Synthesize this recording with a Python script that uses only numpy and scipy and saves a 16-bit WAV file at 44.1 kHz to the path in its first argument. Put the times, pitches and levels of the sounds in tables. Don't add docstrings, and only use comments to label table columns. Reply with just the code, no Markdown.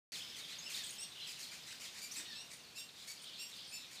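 import sys
import numpy as np
from scipy import signal
from scipy.fft import rfft, irfft
from scipy.io import wavfile

SR = 44100
rng = np.random.default_rng(int(sys.argv[2]) if len(sys.argv) > 2 else 0)


def dump(signal):
    limited = np.clip(np.atleast_2d(signal).T, -1, 1)
    pcm = np.round(limited * 32767).astype(np.int16)
    wavfile.write(sys.argv[1], SR, pcm)


N = 176400

# frequency in Hz, relative level in dB.
AIR_SPECTRUM = [(44, -44), (58, -5), (75, -9), (140, 0), (190, 0), (380, -5), (3000, -7.5), (8000, -12),
                (15000, -22.5)]
# time in seconds, level in dB.
AIR_ENVELOPE = [(0, -59.5), (.7, -58.5), (1.1, -60.5), (2.4, -60), (2.7, -61.5), (4, -61.5)]
# start in seconds, length in seconds, level in dB.
WING_FLUTTER = (2.16, 0.091, -63.5)
# time in seconds, level in dB.
CROWD_ENVELOPE = [(0, -49), (.55, -54), (.8, -47.5), (1.1, -56.5), (1.27, -52.5), (1.6, -54), (2.35, -54),
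                  (2.7, -61), (2.92, -62.5), (3.1, -57), (4, -56.5)]
# start in seconds, length in seconds, centre pitch in Hz, chip level in dB.
TWITTER_RUNS = [(0.252, .11, 3540, -55.5), (0.482, .075, 3604, -51.5), (0.89, .022, 7500, -46),
                (1.149, .15, 3187, -53), (1.84, .05, 3580, -54), (2.325, .07, 3640, -52.5),
                (2.962, .08, 4170, -55.5), (3.231, .05, 3824, -54.5), (3.331, .08, 4210, -53.5),
                (3.511, .16, 3690, -57), (3.558, .14, 4650, -55.5), (3.799, .04, 3750, -54.5)]
# start and length in seconds, first, middle and last pitch in Hz, level in dB.
SLUR_CALLS = [(0.115, 0.028, 4640, 4580, 4060, -52), (0.143, 0.023, 4490, 3660, 2880, -47.5),
              (0.195, 0.13, 4950, 5190, 5160, -58), (0.585, 0.012, 6270, 6500, 7040, -47),
              (0.651, 0.065, 3080, 2704, 2416, -52.5), (.7, 0.014, 6050, 6900, 7500, -57),
              (.735, 0.022, 5910, 3930, 3360, -43), (0.832, 0.02, 5870, 7870, 9150, -48.5),
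              (0.864, 0.0045, 8700, 7730, 6500, -45), (1.207, 0.052, 4170, 4050, 3990, -50),
              (2.109, 0.021, 5130, 5920, 6470, -47.5), (2.148, 0.017, 5470, 4200, 3650, -51),
              (2.157, 0.04, 7000, 7740, 8500, -48), (2.264, 0.092, 4270, 4350, 3910, -58.5),
              (2.299, 0.037, 5590, 4750, 4040, -54), (2.494, 0.075, 7330, 8900, 9020, -62.5),
              (2.758, 0.058, 5070, 3720, 3700, -55), (2.888, 0.011, 4330, 3710, 3020, -54),
              (3.211, 0.038, 8500, 9040, 8800, -60), (3.668, 0.052, 8220, 8850, 9080, -61.5),
              (3.957, 0.043, 4630, 3680, 3400, -55.5)]
# start and length in seconds, first, middle and last pitch in Hz,
# levels of harmonics 1, 2 and 3 in dB.
PEEP_CALLS = [(0.607, 0.078, 2320, 2610, 2630, -70, -54, -63),
              (0.768, 0.077, 1983, 1833, 1656, -61, -55.5, -66),
              (0.978, 0.044, 2590, 2694, 2750, -60, -53.5, -51),
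              (1.013, 0.028, 2727, 2820, 2840, -55, -49.5, -48.5),
              (2.01, 0.064, 2270, 2360, 2310, -59, -52, -54),
              (2.154, 0.074, 1810, 1820, 1895, -68, -58, -74),
              (2.247, 0.099, 1882, 1860, 1675, -60.5, -58, -65),
              (2.346, 0.081, 2577, 2713, 2900, -59, -55.5, -61),
              (3.075, 0.056, 2168, 2270, 2294, -59.5, -53.5, -61)]
# start and length in seconds, held pitch of the low and the high voice in Hz,
# level in dB, roughness from 0 to 1.
NASAL_CALLS = [(2.744, 0.073, 2765, 4780, -49, 0.55), (3.373, 0.077, 2804, 4740, -46.5, 0.55),
               (3.708, 0.0602, 2670, 4530, -46.5, 0.6)]
NASAL_PARTIALS = [(1, 0), (0, 1), (2, 0), (1, 1), (3, 0), (0, 2), (2, 1), (1, 2), (5, 0), (0, 3)]
NASAL_PARTIAL_DB = [-1.5, -7, -0.5, -5, -10, -16.5, -17.5, -19, -16, -17]
# start in seconds, length in seconds, level in dB, tilt in dB per octave.
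RASP_CALLS = [(0.108, 0.089, -50.5, -1), (0.358, 0.05, -51.5, -1.5), (0.476, 0.062, -54, -3.5),
              (0.689, 0.11, -49.5, 0), (0.744, 0.028, -48.5, -1), (0.826, 0.14, -60, 7),
              (0.998, 0.047, -56.5, 3), (1.266, 0.058, -49.5, -1), (1.386, 0.064, -50.5, 0.5),
              (1.512, 0.046, -51, -3.5), (1.66, 0.078, -53, -1.5), (1.798, 0.077, -50.5, -2),
              (1.939, 0.066, -52, -2.5), (2.017, 0.038, -50, 4), (2.11, 0.08, -51.5, 2.5),
              (2.158, 0.053, -48.5, -3), (2.509, 0.037, -52.5, -1), (2.76, 0.056, -56, 2),
              (2.957, 0.16, -60, -1.5), (3.068, 0.058, -51, 2), (3.218, 0.028, -59, 3),
              (3.488, 0.032, -57, -0.5), (3.535, 0.043, -59, -0.5), (3.732, 0.066, -63, 6),
              (3.908, 0.058, -55, -2)]
# frequency in Hz, relative gain in dB.
RASP_FILTER = [(700, -16), (1400, 0.5), (2200, -7), (3300, -6), (5500, 0), (7800, -3), (9100, -3.5),
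               (10600, -11.5), (13000, -11.5)]


def undb(db):
    return 10 ** (np.asarray(db) / 20)


def unit(x):
    return x / np.sqrt(np.mean(x ** 2) + 1e-18)


def add(out, start, x):
    i = int(np.clip(start * SR, 0, N - 1))
    out[i:i + len(x)] += x[:N - i]


def colour(x, points):
    hz, db = np.array(points).T
    f = np.maximum(np.fft.rfftfreq(len(x), 1 / SR), 1)
    gain = undb(np.interp(np.log(f), np.log(hz), db))
    return irfft(rfft(x) * gain, len(x))


def envelope(points):
    return undb(np.interp(np.arange(N) / SR, *np.array(points).T))


def span(length):
    return np.linspace(0, 1, max(int(length * SR), 20))


def wobble(u, rate):
    return np.interp(np.arange(len(u)) * rate / SR, np.arange(2 ** 10), rng.standard_normal(2 ** 10))


def swell(u, attack_share=0.24, release_share=0.12):
    ramp = np.minimum(u / attack_share, (1 - u) / release_share)
    return np.sin(np.pi / 2 * np.clip(ramp, 0, 1))


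def arch(u, first, middle, last):
    parabola = np.polyfit([0, .5, 1], np.log([first, middle, last]), 2)
    return np.exp(np.polyval(parabola, u))


def phase(hz):
    return 2 * np.pi * np.cumsum(hz) / SR


def trees(x, wet_db, t60_s=0.27, build_s=0.0042):
    t = np.arange(SR // 2) / SR
    tail = rng.standard_normal(len(t)) * undb(-60 * t / t60_s) * (1 - np.exp(-t / build_s))
    response = tail / np.linalg.norm(tail) * undb(wet_db)
    response[0] = 1
    return signal.fftconvolve(x, response / np.linalg.norm(response))


def whistle(length, first, middle, last, jitter=0.016, shimmer_db=2.5, octave_db=-24):
    u = span(length)
    angle = phase(arch(u, first, middle, last) * (1 + jitter * wobble(u, 706)))
    tone = np.sin(angle) + undb(octave_db) * np.sin(2 * angle)
    return unit(tone * swell(u) * undb(shimmer_db * wobble(u, 270)))


def chip(length, hz, fall_oct=0.304):
    half_fall = 2 ** (fall_oct / 2)
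    return whistle(length, hz * half_fall, hz, hz / half_fall)


def air():
    return unit(colour(rng.standard_normal(N), AIR_SPECTRUM)) * envelope(AIR_ENVELOPE)


def wings():
    out = np.zeros(N)
    start, length, db = WING_FLUTTER
    u = span(length)
    puff = rng.standard_normal(SR)[:len(u)] * swell(u) * undb(1.4 * wobble(u, 89))
    flutter = colour(puff, [(100, -22), (260, 2), (1500, -15), (5000, -26)])
    add(out, start, unit(flutter) * undb(db))
    return out


def crowd(chips_per_s=170, centre_hz=3828, spread_oct=0.34, spread_db=7, blur_db=-1):
    chips = np.zeros(N)
    draws = rng.standard_normal((int(chips_per_s * N / SR), 4))
    for k, (late, pitch, stretch, loud) in enumerate(draws):
        hz = centre_hz * 2 ** (spread_oct * np.clip(pitch, -2, 2))
        db = spread_db * min(loud, 2) - .9 * pitch ** 2
        add(chips, (k + late) / chips_per_s, chip(.011 * 1.4 ** stretch, hz) * undb(db))
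    blur = colour(rng.standard_normal(N), [(700, -35), (2300, -9), (4800, -8.5), (6500, -13.5), (11000, -25)
                                           ])
    voices = unit(trees(chips, wet_db=1)[:N]) + undb(blur_db) * unit(blur)
    return unit(voices) * envelope(CROWD_ENVELOPE)


def twitters(chips_per_s=85, chip_s=0.00904, spread_oct=0.118, spread_db=1):
    out = np.zeros(N)
    for start, length, hz, db in TWITTER_RUNS:
        for k, (late, pitch, loud) in enumerate(rng.standard_normal((20, 3))):
            note = chip(chip_s, hz * 2 ** (spread_oct * pitch))
            if k / chips_per_s < length:
                add(out, start + (k + .2 * late) / chips_per_s, note * undb(db + spread_db * loud))
    return trees(out, wet_db=-1)[:N]


def slurs():
    out = np.zeros(N)
    for start, length, first, middle, last, db in SLUR_CALLS:
        call = whistle(length, first, middle, last) * undb(db)
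        add(out, start, trees(call, wet_db=-3))
    return out


def peeps(jitter=0.0071, shimmer_db=3):
    out = np.zeros(N)
    for start, length, first, middle, last, *harmonic_db in PEEP_CALLS:
        u = span(length)
        angle = phase(arch(u, first, middle, last) * (1 + jitter * wobble(u, 713)))
        call = np.zeros(len(u))
        for k, db in enumerate(harmonic_db, 1):
            shimmer = undb(shimmer_db * wobble(u, 413))
            call += undb(db) * unit(np.sin(k * angle) * swell(u) * shimmer)
        add(out, start, trees(call, wet_db=-3))
    return out


def nasals(scoop=.2, scoop_share=.18, jitter=0.023, shimmer_db=6, peak_share=0.74):
    out = np.zeros(N)
    for start, length, low_hz, high_hz, db, rough in NASAL_CALLS:
        u = span(length)
        bend = 1 - scoop * np.exp(-u / scoop_share)
        low = phase(low_hz * bend * (1 + jitter * rough * wobble(u, 1227)))
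        high = phase(high_hz * bend * (1 + jitter * rough * wobble(u, 1227)))
        call = np.zeros(len(u))
        for (j, k), partial_db in zip(NASAL_PARTIALS, NASAL_PARTIAL_DB):
            call += undb(partial_db + shimmer_db * rough * wobble(u, 600)) * np.sin(j * low + k * high)
        effort = np.sin(np.pi / 2 * np.interp(u, [0, peak_share, 1], [0, 1, 0]))
        add(out, start, trees(unit(call * effort) * undb(db), wet_db=0))
    return out


def rasps(voice_hz=2300, chaos=.11, rattle_db=2.5, hiss_db=-11):
    out = np.zeros(N)
    for start, length, db, tilt in RASP_CALLS:
        u = span(length)
        angle = phase(voice_hz * (1 + chaos * wobble(u, 900) + .07 * wobble(u, 120)))
        voice = unit(sum(np.sin(k * angle) for k in range(1, 7)))
        hiss = undb(hiss_db) * rng.standard_normal(SR // 2)[:len(u)]
        gate = swell(u) ** 0.4
        rattle = undb(rattle_db * wobble(u, 328))
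        tilted = [(hz, gain_db + tilt * np.log2(hz / voice_hz)) for hz, gain_db in RASP_FILTER]
        call = colour((voice + hiss) * gate * rattle, tilted)
        add(out, start, trees(unit(call) * undb(db), wet_db=-2))
    return out


def scene():
    return (air() + nasals() + peeps() + slurs() + twitters() + rasps() + crowd() + wings())[None]


def record(dry, silence_s=.12, cutoff_hz=15350):
    gate = np.arange(N) / SR >= silence_s
    lowpass = signal.ellip(10, .2, 70, cutoff_hz, fs=SR, output="sos")
    return signal.sosfilt(lowpass, dry * gate)


dry = scene()
out = record(dry)
dump(out)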